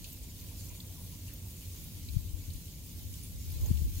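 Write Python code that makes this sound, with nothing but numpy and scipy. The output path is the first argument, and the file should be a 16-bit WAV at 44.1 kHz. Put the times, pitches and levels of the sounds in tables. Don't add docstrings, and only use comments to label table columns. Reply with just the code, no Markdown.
import sys
import numpy as np
from scipy import signal
from scipy.fft import rfft, irfft, next_fast_len
from scipy.io import wavfile
from scipy.ndimage import uniform_filter1d, map_coordinates

SR = 44100
rng = np.random.default_rng(int(sys.argv[2]) if len(sys.argv) > 2 else 0)


def to_wav(s):
    ch = np.atleast_2d(s).T
    pcm = np.round(np.clip(ch, -1, 1) * 32767)
    wavfile.write(sys.argv[1], SR, pcm.astype(np.int16))


N = 176400
TOP_HZ, TICK_RISE_S = 15800, 0.0028

# (frequency [Hz], correlation [-1 to 1])
COHERENCE = [(30, .95), (300, .92), (650, .5), (1050, 0), (1400, -.25), (2400, .2), (3300, -.05),
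             (5800, -.1), (6700, .2), (7250, .9), (9000, .92), (15000, .97)]
# (frequency [Hz], left minus right [dB])
IMBALANCE = [(100, 0), (400, 1), (540, -5), (750, -1), (1000, -3), (1500, 0), (2100, 5), (4000, 0),
             (6700, -1.3), (8000, 0), (15000, -3.4)]
# (frequency [Hz], relative density [dB])
RUMBLE_SPECTRUM = [(12, -43), (24, -16), (45, -0.5), (66, -3.5), (84, 3), (100, 3.5), (122, -11.5),
                   (162, -6.5), (192, -11.5), (218, -18.5), (240, -12), (272, -18), (296, -14.5),
                   (330, -24), (410, -26), (460, -30), (520, -29.5), (740, -46.5), (2000, -64), (4000, -83)]
# (frequency [Hz], relative density [dB])
TREE_SPECTRUM = [(150, -14), (400, 2), (530, 1.5), (600, 0), (640, 2), (760, -5), (980, 0.5), (1250, -12.5),
                 (1700, -17), (2500, -12), (6000, -44)]
# (time [s], level [dB])
TREE_SWELL = [(0, -72.5), (.7, -66), (1.35, -68.5), (1.9, -74), (2.4, -74.5), (3.1, -75.5), (3.45, -80),
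              (3.65, -59.5), (4, -88)]
# (time [s], pitch [Hz], level [dB])
BIRD_GLIDE = [(.52, 5800, -71), (.56, 5150, -68), (.592, 4680, -64), (.612, 4520, -60), (.635, 4380, -66.5),
              (.68, 4320, -70)]
# (time [s], left level [dB], right level [dB])
PORT_WIND = [(0, -46.5, -68), (.5, -71, -53), (.72, -66, -47), (.85, -57, -69), (1.07, -49.5, -54),
             (1.3, -74, -81), (1.9, -62, -54), (2.15, -34, -48), (2.28, -44, -55), (2.57, -45, -51),
             (2.7, -80, -74), (3.06, -40.5, -49), (3.28, -56, -51), (3.54, -32, -39.5), (3.67, -34, -26),
             (3.77, -30.5, -42), (3.86, -32.5, -24), (3.93, -41.5, -45), (4, -28.5, -32.5)]
# (frequency [Hz], relative density [dB])
BUFFET_SPECTRUM = [(12, -32), (28, -14), (48, 4.5), (75, 10), (115, -5.5), (170, -21), (240, -21),
                   (400, -31), (900, -61.5), (1700, -53), (4000, -86)]
# (time [s], level [dB], pitch [Hz])
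EDDIES = [(2.1693, -12, 96), (2.344, -22, 62), (2.49, -26.5, 80), (3.7059, -22.5, 200),
          (3.7146, -11.5, 120), (3.8218, -18.5, 85)]
# (frequency [Hz], relative density [dB])
ICE_SPECTRUM = [(500, -9.5), (1300, -11), (1750, -10.5), (2300, -6.5), (3100, -2.5), (4400, -1.2),
                (5400, -1.86), (6950, 0.5), (7500, -4), (10000, -3.5), (13000, -1.5), (15600, -0.84)]
# (time [s], gain [dB])
RAIN_STRENGTH = [(0, -2), (.11, 1.3), (.19, -2), (.45, -0.7), (.75, 0.3), (.93, -1), (1.02, -1.5),
                 (1.24, -1.3), (1.42, -1.5), (1.86, 0.4), (1.96, -0.8), (2.2, -1), (2.7, -1.3), (2.9, -1.5),
                 (3.14, 0.2), (3.35, -1.5), (3.54, 1.5), (3.78, 1), (3.89, -0.4), (3.97, 3.5)]
# (frequency [Hz], t60 [s])
YARD_REVERB = [(2500, 1), (5000, 0.74), (12000, .12)]
# (time [s], level [dB], pitch [Hz], width [octaves], rise [s], t60 [s])
TICKS_AND_KNOCK = [(.0425, -46, 2680, 0.1, .0006, 0.033), (.043, -48, 3900, 0.38, .001, 0.11),
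                   (.0425, -46.5, 6950, 0.097, 0.00044, 0.023), (.0425, -49, 9800, .18, .0005, 0.022),
                   (.098, -55, 13000, 0.18, 0.0037, .12), (.125, -46, 13500, 0.14, 0.0062, 0.047),
                   (.127, -50, 7800, 0.2, 0.0038, 0.019), (.229, -52.5, 7400, 0.39, .003, 0.11),
                   (.288, -60, 2200, .083, .0011, .03), (.395, -52, 4080, .16, .003, .03),
                   (.398, -53, 7500, .3, .003, .03), (.691, -50, 6660, .24, .003, .03),
                   (.697, -60, 2400, 0.22, .004, 0.18), (.802, -45, 3600, .11, .0016, .02),
                   (.802, -49, 4450, .06, .0016, .02), (1.046, -54, 9500, 0.07, .002, .03),
                   (1.28, -57.5, 2800, .12, .0016, 0.097), (1.28, -64.5, 1580, 0.38, .02, .3),
                   (1.278, -50, 12000, 0.56, .004, .025), (1.333, -47, 14000, .16, .0044, .04),
                   (1.505, -52, 8200, .25, 0.0026, .025), (1.73, -55, 8800, .08, .002, .025),
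                   (1.84, -51, 10500, .08, .003, .03), (2.087, -57, 2430, 0.066, .001, 0.062),
                   (2.086, -46.5, 4200, .13, 0.002, .03), (2.502, -51.5, 4100, .2, .002, .035),
                   (2.532, -48.5, 8000, 0.39, 0.0039, .028), (2.86, -52, 15500, .07, .006, .06),
                   (3.138, -53, 3240, 0.19, .002, .035), (3.136, -50.5, 7000, 0.46, 0.0044, .03),
                   (3.226, -50.5, 9700, .09, 0.011, 0.083), (3.517, -48, 13600, .17, .007, .04),
                   (3.658, -47.5, 6540, 0.092, 0.0043, .03), (3.659, -47.5, 13800, .22, .006, .03),
                   (3.772, -50, 3240, 0.34, 0.00092, .03), (3.936, -56, 10000, .76, .0066, .04),
                   (3.978, -53, 6700, 0.086, 0.0027, .025)]


def amp(db):
    return 10 ** (np.asarray(db) / 20)


def unit(x):
    return x / np.sqrt(np.mean(x ** 2) + 1e-20)


def along(points, hz):
    knots_hz, values = np.transpose(points)
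    return np.interp(np.log(hz + 1), np.log(knots_hz + 1), values)


def curves(rows):
    times, *columns = np.transpose(rows)
    return np.array([np.interp(np.arange(N) / SR, times, column) for column in columns])


def wobble(rate):
    return map_coordinates(rng.standard_normal(N // 20), [np.arange(N) * rate / SR + 2])


def fade(t, t60):
    return np.exp(-np.log(1000) * t / t60)


def filtered(x, response):
    n = x.shape[-1]
    padded = next_fast_len(n + n // 10)
    return irfft(rfft(x, padded) * response(np.fft.rfftfreq(padded, 1 / SR)), padded)[..., :n]


def coloured(x, spectrum):
    return unit(filtered(x, lambda hz: amp(along(spectrum, hz))))


def patchy_noise(depth_db, drift_db=.7):
    spectra = signal.stft(rng.standard_normal((2, N)), nperseg=512)[2]

    def patches(bins, frames):
        field = uniform_filter1d(rng.standard_normal(spectra.shape[1:]), bins, axis=0)
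        return unit(uniform_filter1d(field, frames, axis=1))

    gain = amp(depth_db * patches(4, 5) + drift_db * patches(36, 14))
    return signal.istft(spectra * gain, nperseg=512)[1][:, :N]


def diffuse_field(pair):
    def mid_side(hz):
        angle = np.arccos(along(COHERENCE, hz)) / 2
        return np.array([np.cos(angle), np.sin(angle)])

    mid, side = filtered(pair, mid_side)
    left_right = np.array([mid + side, mid - side])
    return filtered(left_right, lambda hz: amp(np.outer([.5, -.5], along(IMBALANCE, hz))))


def rumble(level_db=-45):
    return amp(level_db) * coloured(rng.standard_normal((2, N)), RUMBLE_SPECTRUM)


def trees():
    return amp(curves(TREE_SWELL)) * coloured(patchy_noise(depth_db=3.5), TREE_SPECTRUM)


def bird(pitch_jitter=.045, reverb_gain=1.2, t60_s=.4):
    hz, db = curves(BIRD_GLIDE)
    t = np.arange(N) / SR
    singing = (t > BIRD_GLIDE[0][0]) & (t < BIRD_GLIDE[-1][0])
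    cycles = np.cumsum(hz * (1 + pitch_jitter * wobble(300))) / SR
    call = amp(db) * singing * np.sin(2 * np.pi * cycles)
    yard = rng.standard_normal((2, SR // 2)) * fade(t[:SR // 2], t60_s)
    reverb = signal.fftconvolve(call[None], yard / np.linalg.norm(yard[0]), axes=1)[:, :N]
    return call + reverb_gain * reverb


def port_wind(lumps_db=1.5, slowing=.27, skew_rad=.74, width_cycles=.27):
    level_db = curves(PORT_WIND) + lumps_db * np.array([wobble(12), wobble(11)])
    ports = amp(level_db) * coloured(rng.standard_normal((2, N)), BUFFET_SPECTRUM)
    for centre_s, db, hz in EDDIES:
        periods = np.clip((np.arange(N) / SR - centre_s) * hz, -20, 20)
        cycles = periods - slowing * np.log(np.cosh(2 * periods)) / 2
        ports[0] += amp(db) * np.sin(2 * np.pi * cycles + skew_rad) / np.cosh(cycles / width_cycles)
    return ports


def twig_pings(per_s=540, base_db=-60.5, centre_hz=5560, span_octaves=2.8, t60_cycles=270):
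    when, size, pitch, side = rng.random((int(per_s * N / SR), 4)).T[..., None]
    t = np.arange(SR // 12) / SR
    hz = np.minimum(centre_hz * 2 ** (span_octaves * (pitch - .5)), TOP_HZ)
    level_db = base_db + .5 * np.log(size + 0.018) + along(ICE_SPECTRUM, hz)
    envelope = (1 - np.exp(-t / TICK_RISE_S)) * fade(t, t60_cycles / hz)
    rings = amp(level_db) * envelope * np.sin(2 * np.pi * hz * t)
    samples = ((when * N).astype(int) + np.arange(len(t))).ravel()
    pans = np.cos(2 * np.pi * side), np.sin(2 * np.pi * side)
    return np.array([np.bincount(samples, (rings * pan).ravel(), N)[:N] for pan in pans])


def freezing_rain(hiss_db=-51, patter_db=-57, hits_per_s=1500, spread_db=2.5, t60_s=.009):
    flurry_db = .5 * (wobble(6.2) + wobble(29.76))
    strength = amp(curves(RAIN_STRENGTH)[0] + flurry_db)
    hiss = coloured(patchy_noise(depth_db=2.17), ICE_SPECTRUM)
    struck = rng.random(N) < hits_per_s / SR
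    hits = struck * amp(spread_db * np.minimum(rng.exponential(size=N), 4))
    energy = signal.fftconvolve(hits ** 2, fade(np.arange(SR // 20) / SR, t60_s) ** 2)[:N]
    patter = coloured(np.sqrt(np.abs(energy)) * rng.standard_normal((2, N)), ICE_SPECTRUM)
    return strength * (amp(hiss_db) * hiss + amp(patter_db) * patter)


def impacts(rows, tail_db=-22.5):
    t = np.arange(SR // 5) / SR
    pair = np.zeros((2, N + len(t)))
    for start_s, db, pitch_hz, octaves, rise_s, t60_s in rows:
        def band(hz):
            bell = np.exp(-.5 * (np.log2((hz + 1) / pitch_hz) / octaves) ** 2)
            return bell * amp(along(ICE_SPECTRUM, hz)) * (hz < TOP_HZ)

        since_peak = np.maximum(t - rise_s, 0)
        tail = amp(tail_db) * fade(since_peak, along(YARD_REVERB, pitch_hz))
        envelope = np.minimum(t / rise_s, 1) * (fade(since_peak, t60_s) + tail)
        noise = unit(filtered(rng.standard_normal((2, len(t))), band))
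        start = round(start_s * SR)
        pair[:, start:start + len(t)] += amp(db) * envelope * noise
    return pair[:, :N]


def scattered_pellets(per_s=45, level_db=-60, spread_db=6, centre_hz=7800, span_octaves=2.4):
    rows = []
    for when, size, pitch, width in rng.random((int(per_s * N / SR), 4)):
        db = level_db + spread_db * (2 * size - 1)
        hz = centre_hz * 2 ** (span_octaves * (pitch - .5))
        octaves, t60_s = .45 * (.5 + width), .0067
        rows.append((when * N / SR, db, hz, octaves, TICK_RISE_S, t60_s))
    return impacts(rows)


def scene():
    wind_and_bird = port_wind() + bird()
    background = rumble() + trees()
    strikes = freezing_rain() + impacts(TICKS_AND_KNOCK) + scattered_pellets() + twig_pings()
    return wind_and_bird + diffuse_field(background + strikes)


def record(dry):
    return filtered(dry, lambda hz: hz < TOP_HZ)


dry = scene()
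out = record(dry)
to_wav(out)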